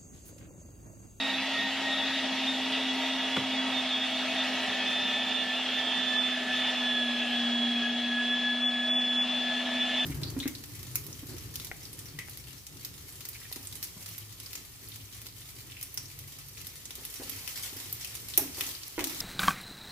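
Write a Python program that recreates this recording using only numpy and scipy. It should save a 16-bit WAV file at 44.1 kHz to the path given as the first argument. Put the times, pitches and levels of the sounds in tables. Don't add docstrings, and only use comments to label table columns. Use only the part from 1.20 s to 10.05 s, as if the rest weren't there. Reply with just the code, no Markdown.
import sys
import numpy as np
from scipy import signal
from scipy.fft import irfft
from scipy.io import wavfile
from scipy.ndimage import uniform_filter1d

SR = 44100
rng = np.random.default_rng(int(sys.argv[2]) if len(sys.argv) > 2 else 0)


def file_out(sig):
    cols = np.atleast_2d(sig).T
    lim = np.clip(cols, -1, 1)
    pcm = np.round(lim * 32767).astype(np.int16)
    wavfile.write(sys.argv[1], SR, pcm)


def volts(x):
    e = np.asarray(x, float) / 20
    return 10 ** e


N = 390285

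PINION, WHEEL = 7, 47
FAN_BLADES = 13
# (time [s], shaft speed [Hz], looseness of the gears [dB], push on the teeth [dB])
DRIVE = [(0.0, 266.3, 1, -0.5), (0.16, 264.8, 1.7, 1), (0.77, 267, 1.5, 2), (1.16, 260.7, 1.5, 0.5),
         (2.29, 260.9, 1, 0.5), (2.74, 255.5, 0.3, 0.5), (3.29, 257, 2.5, -3.5), (3.47, 253.1, 2.0, -1),
         (4.32, 252.3, -0.7, -1), (4.57, 253.8, 0.5, -1), (5.15, 249.3, -0.2, -0.5), (5.52, 250.5, 1.4, 1),
         (5.75, 243.4, -1.5, 0), (6.1, 241.5, -0.5, 0), (6.45, 238.5, -2.4, 0.5), (7.27, 243.8, -3.5, -0.5),
         (7.52, 243, -4.5, 0), (8.85, 248.6, 0.3, -1)]
# (frequency [Hz], side minus mid [dB])
PORT_SPREAD = [(60, -43), (110, -33), (200, -49), (370, -13.5), (690, -27.5), (1260, -21), (2320, -20),
               (4270, -7.5), (7850, -0.5), (14400, 3)]


def evened(x):
    return x / np.sqrt(np.mean(abs(x) ** 2) + 1e-20)


def read(points, hz):
    f, value = np.transpose(points)
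    return np.interp(np.log(hz + 1), np.log(f + 1), value)


def curves(rows, t):
    s, *columns = np.transpose(rows)
    return [np.interp(t, s, c) for c in columns]


def wander(rate_hz):
    hz = np.fft.fftfreq(2048, 200 / SR)
    spectrum = rng.standard_normal((2048, 2)) @ [1, 1j] / (1 + (hz / rate_hz) ** 2)
    return np.interp(np.arange(N) / 200, np.arange(2048), evened(np.fft.ifft(spectrum)))


def band(hz, lo_hz, hi_hz):
    return np.clip((hz - lo_hz) / (hi_hz - lo_hz), 0, 1)


def contact_db(events, t):
    out = np.zeros(N)
    for s, db, length in events:
        near = slice(max(round((s - length) * SR), 0), round((s + length) * SR))
        out[near] += db * np.exp(-(2 * (t[near] - s) / length) ** 4)
    return out


def kitchen():
    mains_hz, mains_db, rumble_db = 59, -78, -82
    phasor = np.exp(2j * np.pi * mains_hz * np.arange(N) / SR)
    hum = np.sqrt(2) * volts(mains_db) * (1 + 0.36 * wander(2.5)) * phasor
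    deep = signal.butter(1, [25, 70], "band", fs=SR, output="sos")
    rumble = signal.sosfilt(deep, rng.standard_normal(N))
    both = hum.real + volts(rumble_db) * evened(uniform_filter1d(rumble, size=200))
    return np.array([both, volts(-34) * both[::-1]])


def knocks():
    # (time [s], level [dB], hardness [0-1])
    contacts = [
        (2.165, -17, 1.),
        (2.177, -28, .5),
        (2.203, -25, .7),
    ]
    # (frequency [Hz], level [dB], t60 [s])
    counter_modes = [(105, -6, .18), (140, -3, .24), (205, 7, .14), (300, 0, .11), (390, -4, .12),
                     (510, -1, .1), (640, -3, .1), (950, 0, .07), (1180, 0, .04), (1420, 5, .05)]
    out, t = np.zeros(N), np.arange(12000) / SR
    dull = signal.butter(2, [150, 2600], "band", fs=SR, output="sos")
    tick = np.exp(-((t - .0012) / .00012) ** 2) - .4 * np.exp(-((t - .0006) / .0003) ** 2)
    for s, db, hard in contacts:
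        ring = np.zeros(len(t))
        for f, mode_db, t60 in counter_modes:
            swell = 1 - np.exp(-t * f * 0.76)
            decay = volts(mode_db - 60 * t / t60) * hard ** (f / 700)
            ring += decay * swell * np.sin(2 * np.pi * f * t)
        smear = signal.sosfilt(dull, rng.standard_normal(len(t)) * volts(-60 * t / 0.075))
        out[round(s * SR):][:len(t)] += volts(db) * (.2 * ring + .8 * hard * smear + 1.2 * hard * tick)
    return np.array([out, volts(-31) * out])


def screw_swing():
    screw_per_shaft, start_turn = .012179, 0.031
    shaft = np.cumsum(curves(DRIVE, np.arange(N) / SR)[0]) / SR
    return np.cos(2 * np.pi * (screw_per_shaft * shaft - start_turn))


def shaft_turns():
    ripple_hz, ripple_free_hz = 0.94, 0.44
    hz = curves(DRIVE, np.arange(N) / SR)[0]
    free = (hz - 250) / 15
    return np.cumsum(hz + (ripple_hz + ripple_free_hz * free) * screw_swing()) / SR


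def wheel_flaws(turns, changes_per_s=2.5):
    # (multiple of the wheel's turn, extra level [dB])
    strong_flaws = [(8, 6), (12, 5), (17, 4), (18, 4), (19, 4), (24, 3), (25, 4), (34, 5), (36, 4), (51, 4),
                    (62, 4), (73, 3), (74, 3), (76, 5), (83, 5)]
    order = np.arange(4097)
    lines = rng.standard_normal((40, 4097, 2)) @ [1, 1j] * (order < 150) * (order > 4)
    lines *= volts(1.8 * rng.standard_normal(4097))
    lines[:, [k for k, _ in strong_flaws]] *= volts(np.array([db for _, db in strong_flaws]))
    patterns = irfft(lines / np.sqrt(np.mean(abs(lines[:, :150]) ** 2)))
    place = (turns * PINION / WHEEL % 1 * 8192).astype(int)
    age = np.clip(np.arange(N) / SR * changes_per_s, 0, 38)
    old, fade = age.astype(int), np.pi / 2 * (age % 1)
    return evened(patterns[old, place] * np.cos(fade) + patterns[old + 1, place] * np.sin(fade))


def housing_power(hz, free):
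    # (frequency [Hz], level [dB per Hz])
    broad_colour = [(30, -42), (80, -29), (165, -13), (200, 3.5), (330, -2), (560, -17.5), (1030, -3.5),
                    (1500, -3), (3600, 2), (4500, -8), (8000, -23), (13500, -33), (14100, -51),
                    (15000, -50)]
    # (frequency [Hz], width [Hz], level [dB], gain when the motor runs free [dB])
    housing_modes = [(116, 28.4, 2, 0.5), (209, 20.5, 11.5, 1.5), (428, 38, 2, -2.5),
                     (647.5, 126, 7.5, -0.5), (799, 122, 4.5, 0), (924, 35, 2.5, 6.5), (1284, 46, 3, 1.5),
                     (1705, 127, 5.5, -6), (1920, 103, 5, 2), (2228, 160, 1.5, 2), (2541, 76, 9, -1),
                     (2692, 164, 5.5, 1), (2863, 68, 11, -1.5), (3085, 72, 8.5, -3.5),
                     (3346, 130, 11, -5.5), (4120, 66, -4, -10)]
    power = volts(2 * read(broad_colour, hz))[:, None]
    for f, width, db, free_db in housing_modes:
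        peak = 1 / (1 + (2 * (hz - f) / width) ** 2) ** 2
        power = power + np.outer(peak, volts(2 * (db + free_db * free)))
    return power


def noise_level_db(hz, t, free):
    # (usual level [dB], slope [dB per dB of looseness])
    noise_layers = [
        (-70.5, 1.1),
        (-41.5, 0.93),
        (-38, 0.97),
        (-50.5, 1.02),
    ]
    loose = curves(DRIVE, t)[1]
    low, rumble, grind, hiss = (db + slope * loose for db, slope in noise_layers)
    screw = np.interp(t * SR + 300, np.arange(N), screw_swing()) * np.clip(free + 0.24, 0, 1)
    rumble, grind, hiss = rumble + 0.31 * screw, grind + 0.63 * screw, hiss + 0.23 * screw
    level_db = np.zeros((len(hz), len(t))) + low + 23.2
    for db, lo_hz, hi_hz in ((rumble, 170, 400), (grind - 3., 1100, 2000), (hiss + 10.07, 3600, 4600)):
        level_db += band(hz, lo_hz, hi_hz)[:, None] * (db - level_db)
    flicker = evened(uniform_filter1d(rng.standard_normal(len(t)), size=3))
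    shudder_db = 0.19 + 0.54 * band(hz, 2400, 4500) - 0.96 * band(hz, 6000, 8000)
    return level_db + shudder_db[:, None] * flicker


def running_noise(turns):
    hz, t, flaws = signal.stft(wheel_flaws(turns), SR, nperseg=2048, noverlap=1536)
    fresh, other = (signal.stft(v, SR, nperseg=2048, noverlap=1536)[2] for v in rng.standard_normal((2, N)))
    free = (curves(DRIVE, t)[0] - 250) / 15
    patches = rng.standard_normal(flaws.shape)
    patches = evened(uniform_filter1d(uniform_filter1d(patches, 20, 0), 5, 1))
    level_db = noise_level_db(hz, t, free) + 1.44 * patches + 12.5
    gain = np.sqrt(housing_power(hz, free)) * volts(level_db)
    share = (0.35 + 0.24 * band(hz, 900, 2800)) * (1 - band(hz, 4700, 4800))
    share = np.clip(share, 0, 1)[:, None]
    mid = gain * (np.sqrt(1 - share) * fresh + np.sqrt(share) * volts(-8.5) * flaws)
    side = volts(read(PORT_SPREAD, hz))[:, None] * (.3j * mid + 1.235 * gain * other)
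    return signal.istft(np.array([mid, side]), SR, nperseg=2048, noverlap=1536)[1][:, :N]


def strong_orders(t):
    # (shaft speed [Hz], hum [dB], tooth mesh [dB], fan blade tone [dB],
    # double mesh whine [dB])
    speed_response = [(238.7, -32, -48.5, -57, -32.5), (242.35, -36, -39, -56, -36.5),
                      (244.5, -37.5, -42, -53, -29), (247.3, -37.5, -41, -57, -35.5),
                      (252.3, -42, -45.5, -43, -32), (255.2, -40, -52, -39.5, -36),
                      (259, -35, -56, -40.5, -42.5), (265.7, -40.5, -50.5, -41.5, -37)]
    # (time [s], change of the mesh tone [dB], length [s])
    screw_bites = [(0.073, 11.5, 0.14), (0.407, 15.0, 0.17), (0.574, -7, 0.16), (0.689, 13.5, 0.115),
                   (1.31, 10, 0.079), (3.626, 5, 0.27), (3.962, 6, 0.117), (4.291, 8.5, 0.14),
                   (4.424, -11, 0.127), (4.598, 11.5, 0.067), (4.952, 9.5, 0.11), (5.069, -4, 0.085),
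                   (5.313, 7, 0.11), (5.595, -7.5, 0.085), (5.941, -4, 0.14), (6.192, -6, 0.06),
                   (6.639, 10.5, 0.085), (6.974, 8, 0.12), (7.133, 6.5, 0.048), (7.281, 8.5, 0.11),
                   (7.632, 4.2, 0.075), (8.122, -11, 0.181), (8.298, 3, 0.092), (8.448, -16, 0.039),
                   (8.707, 3, 0.035)]
    # (time [s], change of the fan tone [dB], length [s])
    fan_gusts = [(0.061, -12.2, 0.184), (0.582, -15, 0.116), (0.867, 3.5, 0.18), (1.039, -11.5, 0.126),
                 (1.16, -2, 0.13), (1.303, -11.3, 0.066), (1.513, 0, 0.09), (1.703, 20, 0.04),
                 (1.712, -13, 0.142), (2.143, 4, 0.077), (2.251, -4, 0.11), (2.424, 4, 0.089),
                 (2.789, 6, 0.091), (2.888, -13, 0.078), (3.086, -14, 0.046), (3.351, -6, 0.252),
                 (3.619, 7.5, 0.044), (3.789, -7.1, 0.072), (4.053, 1, 0.094), (4.234, -8.0, 0.046),
                 (4.697, 3.9, 0.186), (4.793, -5, 0.044), (5.01, 1, 0.27), (6.098, 15, 0.17),
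                 (8.792, 9, 0.14)]
    # (time [s], change of the whine [dB], length [s])
    tooth_slips = [(0.085, 3, 0.168), (0.252, -19, 0.17), (0.418, 2, 0.058), (0.573, -13, 0.25),
                   (1.128, -17, 0.12), (1.278, 10.5, 0.08), (1.752, -16, 0.11), (1.905, 7.1, 0.06),
                   (2.171, -19, 0.13), (2.443, -14, 0.14), (2.574, 5.5, 0.063), (3.208, 8, 0.082),
                   (3.392, -29, 0.17), (3.604, -13, 0.096), (4.168, 2, 0.059), (4.266, -9.7, 0.061),
                   (4.448, -6.8, 0.15), (5.016, 5.0, 0.12), (5.242, -10, 0.182), (5.537, -10, 0.042),
                   (5.807, 3.5, 0.098), (6.077, -17, 0.075), (7.102, 4.5, 0.15), (7.46, 6.5, 0.081),
                   (7.741, 3, 0.12), (8.006, 4, 0.074), (8.068, -7, 0.039), (8.464, -11, 0.08),
                   (8.612, 7, 0.065), (8.804, 5.5, 0.092)]
    chatter, dropout_db = 0.3, 21.5
    speed, _, push = curves(DRIVE, t)
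    hum, mesh, fan, whine = curves(speed_response, speed)
    free = np.clip((speed - 245) / 15, 0, 1)
    lost_db = dropout_db * (.12 + free) * np.clip(np.sqrt(2) * wander(18).real - .9, 0, 2)
    whine = whine + push + contact_db(tooth_slips, t) - lost_db
    return [(1, hum - 0.1 * screw_swing(), .12),
            (PINION, mesh + 0.52 * push + contact_db(screw_bites, t), .24),
            (FAN_BLADES, fan + contact_db(fan_gusts, t), .6),
            (2 * PINION, whine, .14 + chatter * free)]


def tones(turns):
    # (time [s], level to the left [dB])
    whine_lean = [(0.0, -1), (0.34, 0), (1.06, -1.5), (2.86, -1), (3.52, 0), (4.24, -3), (4.95, -3.5),
                  (7.84, 1), (8.85, -1)]
    # (multiple of shaft speed, level at the start [dB], level at the end [dB], roughness [0-1])
    weak_orders = [(2, -61, -64, .6), (3, -52, -50, .33), (7.6, -50, -58, .7), (15, -48, -64, .5),
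                   (17, -55, -59, .5), (17.42, -64, -61, .6), (18.25, -62, -70, .7), (21, -63, -67, .5),
                   (24, -71, -71, .6), (28, -73, -70, .6), (34, -80, -83, .6), (35, -76, -73, .5),
                   (40, -83, -83, .6), (42, -83, -84, .6)]
    t = np.arange(N) / SR
    lean = np.tanh(curves(whine_lean, t)[0] * np.log(10) / 40)
    weak = [(k, a + (b - a) * t / t[-1], rough) for k, a, b, rough in weak_orders]
    mid, side = np.zeros((2, N))
    for k, db, rough in strong_orders(t) + weak:
        rate_hz = 22 if k in (PINION, FAN_BLADES, 2 * PINION) else 7
        flutter = np.sqrt(1 - rough ** 2) + rough * wander(rate_hz)
        if k % PINION == 0:
            flutter *= 1 + 0.07 * np.cos(2 * np.pi * turns * PINION / WHEEL)
        phase = 2j * np.pi * ((k * turns + rng.random()) % 1)
        tone = np.sqrt(2) * volts(db) * flutter * np.exp(phase.astype(np.complex64))
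        spread = volts(read(PORT_SPREAD, k * 250) - 3.) * wander(1.5)
        mid += tone.real
        side += (tone * (spread + 1.4 * lean * (k > 10))).real
    return np.array([mid, side])


def scene():
    turns = shaft_turns()
    mid, side = kitchen() + knocks() + running_noise(turns) + tones(turns)
    return np.array([mid + side, mid - side])


def mute_faint_bands(x):
    # (frequency [Hz], depth [dB])
    mute_depth = [(100, 30.5), (1000, 19), (2900, 8.5), (3400, 31), (7500, 11), (8500, 3.5), (13300, 9.5),
                  (13900, -2), (15000, 1)]
    window, lead = np.sin(np.pi * (np.arange(2048) + .5) / 2048), 280
    pair = np.pad([x[0] + x[1], x[0] - x[1]], ((0, 0), (lead, 0))) / 2
    hz, _, z = signal.stft(pair, SR, window, 2048, 1024)
    power = abs(z) ** 2 + 1e-16
    usual_db = 10 * np.log10(uniform_filter1d(uniform_filter1d(power.sum(0), 24, 0), 15, 1))
    chance = evened(uniform_filter1d(rng.standard_normal((2, 65, z.shape[2])), size=2))
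    chance = 6.0 * chance[:, np.arange(len(hz)) // 16] + 1.5 * chance[:, -1:]
    chance[0] *= band(hz, 3000, 8000)[:, None]
    chance[1] = evened(uniform_filter1d(chance[1], size=3)) * (9 - 6.5 * band(hz, 2900, 3100)[:, None])
    whine_db = 10 * np.log10(power[0, (hz > 3250) & (hz < 3800)].sum(0))
    above = ((hz > 3620) & (hz < 5300))[:, None]
    near_whine_db = np.where(above, 3.0 * (whine_db + 31.5) - 65.5 - 0.01 * (hz[:, None] - 4000), -200)
    limit_db = np.maximum(usual_db - read(mute_depth, hz)[:, None] + chance, near_whine_db + .4 * chance)
    limit_db[0, hz < 3500] = -200
    z = z * (10 * np.log10(uniform_filter1d(power, size=3, axis=1)) > limit_db)
    mid, side = signal.istft(z, SR, window, 2048, 1024)[1][:, lead:lead + N]
    return np.array([mid + side, mid - side])


def band_limit(x):
    return signal.sosfilt(signal.butter(12, 15030, fs=SR, output="sos"), x)


def record(dry):
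    mix = mute_faint_bands(dry)
    return band_limit(mix)


dry = scene()
out = record(dry)
file_out(out)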